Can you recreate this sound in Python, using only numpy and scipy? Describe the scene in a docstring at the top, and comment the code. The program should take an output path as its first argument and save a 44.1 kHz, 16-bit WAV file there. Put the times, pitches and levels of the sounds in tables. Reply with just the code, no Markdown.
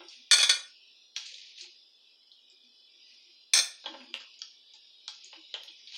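"""A kitchen, close to a phone. A spoon taps and rubs a ceramic bowl: taps crack and ring it, strokes
drag steel through powder. Loose cutlery clatters and a measuring spoon drops; each contact chatters,
rings the metal and knocks the counter. Behind, a hiss swells and fades and low thumps come and go.
The phone's suppressor shuts every frequency that falls quiet, passing only the crest of the hiss and
the heads of the echoes. House murmur and electronic fizz stay underneath."""
import sys
import numpy as np
from scipy import signal
from scipy.fft import rfft, irfft, next_fast_len
from scipy.io import wavfile
from scipy.ndimage import uniform_filter1d, map_coordinates

SR = 44100
rng = np.random.default_rng(int(sys.argv[2]) if len(sys.argv) > 2 else 0)


def put_to_file(sound):
    """Save the sound as 16-bit audio at rate SR, in the file named by the first command-line argument."""
    columns = np.atleast_2d(sound).T  # one column per channel
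    safe = np.clip(columns, -1, 1)
    whole_steps = np.round(safe * 32767)
    wavfile.write(sys.argv[1], SR, whole_steps.astype(np.int16))


N = 263629

# Spectra of house murmur and electronic fizz. Each row: frequency in Hz, relative density in dB.
MURMUR_COLOUR = [(15, -70), (25, -39.5), (162, -33), (247, -5), (286, -10.5), (377, -5), (534, -8),
                 (757, -11), (1070, -14), (2000, -18), (2600, -47.5), (4400, -120)]
FIZZ_COLOUR = [(1000, -23), (2000, 4.5), (7000, 1.5), (15000, -11.5)]
# Hiss envelope. Each row: time in seconds, level in dB.
HISS_LEVELS = [(0.0, -55), (0.3, -56), (0.7, -55.5), (1.1, -58.5), (1.8, -57.5), (2.8, -59), (2.95, -58),
               (3.12, -53.5), (3.5, -59), (3.75, -54), (4.69, -56.5), (5.11, -55.5), (5.98, -54.5)]
# Hiss spectrum. Each row: frequency in Hz, relative density in dB.
HISS_SPECTRUM = [(900, -18), (1600, -11), (2300, -6.5), (3000, 4.5), (3700, -1), (4450, 1.5), (4900, 2),
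                 (5400, -1), (6000, -9.5), (6500, -8), (7500, -17), (9000, -13), (11000, -34.5),
                 (15000, -43.5)]
# Standing peaks and dips in the hiss. Each row: centre in Hz, width in Hz, gain in dB.
HISS_STREAKS = [(2460, 98, 4), (2957, 120, 0), (3270, 69, -1.5), (3470, 100, 5.5), (3814, 150, 3.5),
                (4050, 110, 0), (4490, 150, -6.5), (2830, 100, -4), (3130, 60, -5), (4720, 57, -3),
                (4820, 80, 5), (4940, 29, 2.5), (5630, 270, 2.5), (6900, 41, 0)]
# Low thumps. Each row: centre time in seconds, pitch in Hz, level in dB, length in seconds.
LOW_THUMPS = [(0.004, 358, -52, 0.102), (0.213, 248, -71, 0.075), (1.34, 510, -67.5, 0.035),
              (1.66, 355, -67.5, 0.076), (2.553, 370, -75.5, 0.068), (2.658, 248, -74.5, 0.1),
              (2.951, 355, -71, 0.056), (3.133, 241.7, -68.5, 0.048), (3.294, 343, -74.5, 0.056),
              (3.916, 324, -54, 0.069), (4.005, 251, -56.5, 0.19), (4.076, 351, -63.5, 0.15),
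              (4.16, 249.6, -66, 0.1), (5.27, 374, -66.5, 0.046), (5.384, 330, -64.5, 0.058),
              (5.706, 334, -72, .04)]
# Spoon on bowl. Each row: start in seconds, nominal peak in dB, then in relative dB weight near 1 kHz,
# edge near 7 kHz, snap near 12 kHz and slide, then clink pitch in Hz.
SPOON_TAPS = [(0.0044, -39, -2, -46, -57, -9, 2640), (0.0843, -33, -31, -5, -12, -3, 5490),
              (1.1637, -17.5, -28, -25, -32, -26.5, 5740), (1.258, -34, -35, -1.5, -34, -8.5, 4300),
              (1.3414, -33, -41, -6, -41, -8, 3400), (1.4157, -33.5, -47, -12, -61, -35.5, 2850),
              (1.6082, -31.5, -35, -4, -42, -8, 4270), (1.6415, -39, -10, -24, -33, -13, 2630),
              (2.3166, -38, -33, -9, -62, -22, 3360), (2.4999, -41.5, -31, 15.5, -31, -21.5, 5000),
              (3.841, -35.5, -8, -21, -63, -22, 4000), (3.8592, -20.5, -9.5, -20.5, -67, -19, 3290),
              (3.9394, -36, 0, -41, -52, -9, 3040), (4.004, -40.5, -3, -32, -43, -7, 2650),
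              (4.1406, -16.5, -8, -4, -9, -24.5, 2750), (4.2005, -38, -12.5, -2, -39, -6, 4800),
              (4.341, -39, -42, -42.5, -48, -24, 4770), (4.3914, -37, -46, -13, -42, -27.5, 6500),
              (4.418, -20.5, -36, -23.5, -71, -41, 5650), (4.7369, -38.5, -22.5, -6, -44, -17.5, 3560),
              (5.0796, -21, -25, -14, -35, -27.5, 5340), (5.1497, -41.5, -32, -5.5, -58, -22, 4710),
              (5.2448, -33, -33, 6, -5, -42, 6550), (5.3283, -34.5, -8.5, -35.5, -29.5, -6, 2770),
              (5.5406, -19, -2.5, -7.5, -68, -24, 3100), (5.6348, -32.5, -30, -8, -9, -43, 2940),
              (5.679, -34.5, -31, -47, -52, -12, 2970), (5.8733, -32, -39, -57, -59, -18.5, 4640),
              (5.9225, -40, -16, -24.5, -51, -11, 4280), (5.9415, -32.5, -30, -33, -42, -6, 3070)]
# Spread of a tap's weight. Each row: frequency in Hz, multiplier of the weight's dB, offset in dB.
WEIGHT_SPREAD = [(470, 1.6, 1.5), (1050, 1, 2), (1950, 0.89, 1)]
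# Bowl modes, damped by its load. Each row: frequency in Hz, gain in dB, T60 in seconds.
BOWL_MODES = [(550, 0, .07), (860, 8, .05), (1060, -3, .05), (1320, 4, .045), (1600, 0, .05),
              (1780, 0, .05), (2400, -2, .04), (2880, 0, .04), (3300, 2, .03), (4300, 0, .03),
              (4750, 0, .03), (5250, 0, .03), (6500, -3, .03)]
# Room decay. Each row: frequency in Hz, base T60 in seconds.
ROOM_T60 = [(250, 0.39), (1000, 0.51), (4000, 0.35), (8500, 0.38), (12000, 0.45), (15500, 0.45)]
# Spoon strokes. Each row: time of full pressure, rise and hold in seconds, level in dB.
STROKES = [(0.11, .01, .02, -50), (1.173, 0.03, 0.33, -46), (1.583, 0.017, 0.0039, -47),
           (3.076, 0.069, .08, -60.5), (5.086, .01, 0.0085, -54.5), (5.231, 0.034, 0.0088, -53.5),
           (5.35, 0.044, 0.014, -70), (5.65, 0.11, 0.0077, -56), (5.975, .1, .02, -42.5)]
# Rubbing spectrum. Each row: frequency in Hz, relative density in dB.
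STROKE_COLOUR = [(900, -36), (1700, -14), (2500, -0.5), (3500, 0), (4400, 1), (5500, -4), (6700, -9),
                 (7600, -16.5), (9000, -16), (10500, -33.5), (15000, -50.5)]
# Cutlery contacts. Each row: start in seconds, strength in dB, chatter length in seconds.
CUTLERY_CONTACTS = [(0.3115, -1.5, 0.014), (0.3305, -3, 0.015), (0.3424, -10, 0.005),
                    (0.3688, -16.5, 0.0087), (0.3831, -10.5, 0.01), (0.3994, -10.5, 0.017),
                    (0.4134, -8.5, 0.0054), (0.4275, -5, 0.018), (0.4933, -3.5, 0.012),
                    (0.5094, -11.5, 0.005)]
# Cutlery modes. Each row: frequency in Hz, free width in Hz, gain in dB.
CUTLERY_MODES = [(1138, 32, -14), (1440, 25, -11), (1830, 45, -12), (2484, 40, -3), (3030, 18, -14),
                 (3498, 30, 6.5), (3820, 43, -7.5), (4020, 85, -14), (4383, 34, 2.5), (4810, 110, -9),
                 (5040, 12, -17.5), (5290, 25, -23.5), (6000, 51, -21), (6180, 40, -17.5),
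                 (5960, 63.3, -9.5), (6670, 45.6, -12), (6970, 60, -22.5), (7550, 30, -18.5),
                 (8114, 83, -7.5), (9760, 100, -18), (9900, 44, -35), (10230, 42.5, -32.5),
                 (10690, 40, -29.5), (10860, 40, -24)]
# Spectra of metal chatter and counter knock. Each row: frequency in Hz, relative density in dB.
CHATTER_COLOUR = [(120, -72), (200, -42.5), (772, -17), (1200, -18), (1430, -9), (1990, -6), (2390, 2),
                  (2770, -18.5), (3440, 8.5), (3710, -5.5), (4210, -5), (6290, -3.5), (7550, -27),
                  (8420, -10.5), (15700, -52.5)]
KNOCK_COLOUR = [(150, -42.0), (350, -17.5), (520, 0.5), (800, 2.5), (1200, -6), (2000, -18.5)]
# Dropped spoon's contacts. Each row: start in seconds, strength in dB, chatter length in seconds.
DROP_CONTACTS = [(3.535, -3, 0.008), (3.5471, -7.5, 0.0082), (3.5519, -7.5, 0.0082), (3.5614, -11, 0.02),
                 (3.573, -8.5, 0.014), (3.5876, -8, 0.013), (3.6009, -28.5, 0.0034)]
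# Dropped spoon's modes. Each row: frequency in Hz, free width in Hz, gain in dB.
DROP_MODES = [(1043, 22, -18.5), (1405, 15, -11), (1825, 50, -12), (2126, 16, -19.5), (2433, 44, -22),
              (2638, 12, -13), (2710, 31, -29), (3430, 260, -4.5), (3580, 7.9, 0.5), (4186, 49, 5.5),
              (4760, 77, -19), (5030, 23, -8.5), (5330, 57, -2), (6264, 150, -3.5), (6450, 92, -2.5),
              (6600, 11, -18), (7240, 38, -13), (8080, 30, -5), (8240, 110, -7), (8870, 33, -6),
              (9610, 57, -17), (9030, 23, -34), (9370, 15, -17.5), (11520, 63, -32.5), (13300, 180, -40.5),
              (13860, 34, -25), (14180, 30, -28.5)]
# Microphone bass cut. Each row: frequency in Hz, gain in dB.
MIC_RESPONSE = [(30, -43.5), (150, -32.5), (200, -9.5), (260, -1.5), (20000, -1)]
# Suppressor threshold. Each row: frequency in Hz, power density in dB.
GATE_THRESHOLD = [(300, -112), (1500, -104), (4000, -103), (8000, -104), (11000, -110), (15000, -110)]


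def amp(db):
    """dB to gain."""
    return 10 ** (np.asarray(db) / 20)


def unit_rms(x):
    """x at rms 1."""
    return x / np.sqrt(np.mean(x ** 2) + 1e-20)


def unit_burst(x):
    """x with its strongest 5 ms at rms 1."""
    return x / np.sqrt(np.max(uniform_filter1d(x * x, size=220)) + 1e-20)


def along(points, hz):
    """Interpolate (Hz, value) points on a log frequency axis."""
    point_hz, values = np.transpose(points)
    return np.interp(np.log(hz + 1), np.log(point_hz + 1), values)


def coloured(x, points):
    """x through a zero-phase filter of (Hz, dB) points."""
    size = next_fast_len(len(x) + 2048)
    gain = amp(along(points, np.fft.rfftfreq(size, 1 / SR)))
    return irfft(rfft(x, size) * gain, size)[:len(x)]


def causal(x, db_at_hz):
    """x through a minimum-phase filter, built by folding the cepstrum."""
    size = next_fast_len(len(x) + 4096)
    gain_db = np.maximum(db_at_hz(np.fft.rfftfreq(size, 1 / SR)), -120)
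    cepstrum = irfft(np.log(amp(gain_db)), size)
    cepstrum *= np.where(np.arange(size) < size // 2, 2, 0)
    cepstrum[0] /= 2
    return irfft(rfft(x, size) * np.exp(rfft(cepstrum)), size)[:len(x)]


def ringing(x, modes, scatter_db):
    """x through two-pole resonances of alternating sign and randomly scattered gain."""
    size = next_fast_len(len(x))
    hz = np.fft.rfftfreq(size, 1 / SR)
    mode_hz, width_hz, db = np.transpose(modes)[:, :, None]
    signs = (-1.) ** np.arange(len(mode_hz))[:, None]
    gain = signs * amp(db + scatter_db * rng.standard_normal(mode_hz.shape))
    peaks = 1j * hz * width_hz / (mode_hz ** 2 - hz ** 2 + 1j * hz * width_hz)
    return irfft(rfft(x, size) * np.sum(gain * peaks, axis=0), size)[:len(x)]


def add(track, start_s, sound):
    """Mix a sound into the track."""
    part = track[round(start_s * SR):][:len(sound)]
    part += sound[:len(part)]


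def noise_floor():
    """Steady low murmur of the house and fizz of the electronics."""
    murmur = amp(-81.5) * unit_rms(coloured(rng.standard_normal(N), MURMUR_COLOUR))
    fizz = amp(-83.5) * unit_rms(coloured(rng.standard_normal(N), FIZZ_COLOUR))
    return murmur + fizz


def hiss():
    """Noise with standing streaks and long thin random patches; fuller below 3 kHz as it swells."""
    pivot_db, widen_db_per_db, patch_db = -56.5, 0.53, 3.3
    hz, t, spectra = signal.stft(rng.standard_normal(N + 1024), SR, nperseg=1024)
    hz = hz[:, None]
    patches = uniform_filter1d(rng.standard_normal(spectra.shape), size=3, axis=0)
    patches = unit_rms(uniform_filter1d(patches, size=16, axis=1))
    level_db = np.interp(t, *np.transpose(HISS_LEVELS))
    widen_db = widen_db_per_db * (level_db - pivot_db) * np.clip((3000 - hz) / 700, 0, 1)
    streaks_db = sum(db * np.exp(-((hz - centre_hz) / width_hz) ** 2)
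                     for centre_hz, width_hz, db in HISS_STREAKS)
    colour = unit_rms(amp(along(HISS_SPECTRUM, hz) + streaks_db))
    spectra *= colour * amp(level_db + widen_db + patch_db * patches)
    return signal.istft(spectra, SR, nperseg=1024)[1][:N]


def thumps():
    """Soft low swells of narrow-band noise."""
    out, t = np.zeros(N), np.arange(-SR // 4, SR // 4) / SR
    for centre_s, hz, db, length_s in LOW_THUMPS:
        band = [(hz / 1.3, -40), (hz / 1.04, 0), (hz * 1.04, 0), (hz * 1.2, -40)]
        noise = unit_rms(coloured(rng.standard_normal(len(t)), band))
        swell = amp(db) * np.exp(-(1.6 * t / length_s) ** 2) * noise
        start = round(centre_s * SR) - SR // 4
        add(out, max(start, 0) / SR, swell[max(-start, 0):])
    return out


def spoon_taps():
    """A crack and a slide ring the bowl; a heavy landing fills the lows, the spoon's edge the treble."""
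    rise_s, slide_t60_s, crest_db = 0.00028, 0.14, 9
    ring_db, damping_db_per_db = 3.5, 0.15  # weight on the bowl weakens its ring
    out, t = np.zeros(N), np.arange(SR // 4) / SR
    modes = [(hz, np.log(1000) / (np.pi * t60_s), db) for hz, db, t60_s in BOWL_MODES]
    for start_s, peak_db, weight_db, edge_db, snap_db, slide_db, clink_hz in SPOON_TAPS:
        colour = [(hz, share * weight_db + offset_db) for hz, share, offset_db in WEIGHT_SPREAD]
        colour += [(4000, 0.01), (7400, edge_db), (11500, snap_db)]
        tilted = [(hz, db - 3.4 * np.log2(hz / 4000)) for hz, db in colour]
        spectrum = [(170, colour[0][1] - 30)] + tilted + [(16000, snap_db - 12)]
        attack = 1 - np.exp(-t / rise_s)
        decay = np.exp(-t / (1.5 * rise_s)) + amp(slide_db - 60 * t / slide_t60_s)
        crack = causal(attack * decay * rng.standard_normal(len(t)), lambda hz: along(spectrum, hz))
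        ring = amp(ring_db - damping_db_per_db * weight_db) * ringing(crack, modes, scatter_db=3)
        clink = ringing(crack, [(clink_hz, 350, 13)], scatter_db=6)  # the spoon's edge pings
        blow = amp(peak_db - crest_db) * unit_burst(crack + ring + clink)
        add(out, start_s, blow)
        add(out, start_s, amp(-4.5) * room_echo(blow, t60_scale=0.93))
    return out


def room_echo(blow, t60_scale):
    """A fresh diffuse tail for one blow; each frequency dies at its own rate."""
    hz, t, spectra = signal.stft(rng.standard_normal(SR // 2), SR, nperseg=256)
    t60_s = t60_scale * along(ROOM_T60, hz)[:, None]
    tail = signal.istft(spectra * amp(-60 * t / t60_s), SR, nperseg=256)[1]
    delayed = np.pad(blow, (200, 0))
    return signal.fftconvolve(delayed, tail / np.linalg.norm(tail))[:SR // 2]


def spoon_rubbing():
    """Steel dragged through powder: dense uneven grains under each stroke's rise, hold and release."""
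    touch_db, hold_db_per_s, release_db_per_s = -15.5, 17, 96
    envelope, t = np.zeros(N), np.arange(N) / SR
    clumps = map_coordinates(rng.standard_normal(N // 200 + 4), [np.arange(N) / 200])
    grains = rng.standard_normal(N) * amp(1.3 * clumps + 3 * rng.standard_normal(N))
    for pressed_s, rise_s, hold_s, db in STROKES:
        age_s = t - pressed_s
        rise_db = np.where(age_s > -rise_s, touch_db * np.clip(-age_s / rise_s, 0, 1), -120)
        ease_db = hold_db_per_s * np.clip(age_s, 0, hold_s)
        release_db = release_db_per_s * np.maximum(age_s - hold_s, 0)
        envelope += amp(db + rise_db - ease_db - release_db)
    return envelope * unit_rms(coloured(grains, STROKE_COLOUR))


def metal_clatter(contacts, modes, tilt_db_per_oct):
    """Each contact is a gritty chatter of loose pieces that rings the metal and knocks the counter."""
    chatter_db, ring_db, knock_db, knock_db_per_db = -11.5, -13, -39, 0.2
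    out, t = np.zeros(N), np.arange(SR // 4) / SR
    damped_modes = np.add(modes, [0, 20, 0])  # touching pieces damp each other: 20 Hz wider
    attack = 1 - np.exp(-t / 0.00066)
    spike = 2.8 * np.exp(-t / 0.00091)
    tail = 0.14 * amp(-60 * t / 0.082)
    for start_s, db, length_s in contacts:
        envelope = attack * (np.exp(-(t / length_s) ** 3) + spike + tail)
        grit = envelope * rng.standard_normal(len(t)) * amp(5 * rng.standard_normal(len(t)))
        chatter = unit_burst(causal(
            grit, lambda hz: along(CHATTER_COLOUR, hz) + tilt_db_per_oct * np.log2(hz / 4000 + .01)))
        knock = unit_burst(causal(grit, lambda hz: along(KNOCK_COLOUR, hz)))
        ring = unit_burst(ringing(grit, damped_modes, scatter_db=2))
        blow = amp(db) * (amp(chatter_db) * chatter + amp(ring_db) * ring)
        blow += amp(knock_db + knock_db_per_db * db) * knock
        add(out, start_s, blow)
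        add(out, start_s, amp(-4) * room_echo(blow, t60_scale=0.83))
    return out


def suppressor(x):
    """Turns each frequency down, by up to 46 dB, as its recent power falls to the threshold."""
    framing = dict(nperseg=512, noverlap=384, scaling="psd")
    hz, _, spectra = signal.stft(x, SR, **framing)
    recent_power = uniform_filter1d(np.abs(spectra) ** 2, size=12, axis=1, origin=5)  # last 35 ms
    threshold_power = amp(2 * along(GATE_THRESHOLD, hz))[:, None]
    gain = np.clip(1 - threshold_power / (np.abs(recent_power) + 1e-20), amp(-46), 1)
    return signal.istft(spectra * gain, SR, **framing)[1][:N]


def scene():
    """Metal, bowl, hiss and thumps, summed in mono."""
    cutlery = metal_clatter(CUTLERY_CONTACTS, CUTLERY_MODES, tilt_db_per_oct=0.77)
    dropped_spoon = metal_clatter(DROP_CONTACTS, DROP_MODES, tilt_db_per_oct=2.4)
    return (cutlery + dropped_spoon + spoon_taps() + spoon_rubbing() + hiss() + thumps())[None]


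def record(dry):
    """Phone chain: bass cut, suppressor, added noise floor, band limit."""
    top_hz = 15800
    bass_cut = causal(dry[0], lambda hz: along(MIC_RESPONSE, hz))
    spectrum = rfft(suppressor(bass_cut) + noise_floor())
    return irfft(spectrum * (np.fft.rfftfreq(N, 1 / SR) < top_hz), N)[None]


dry = scene()
out = record(dry)
put_to_file(out)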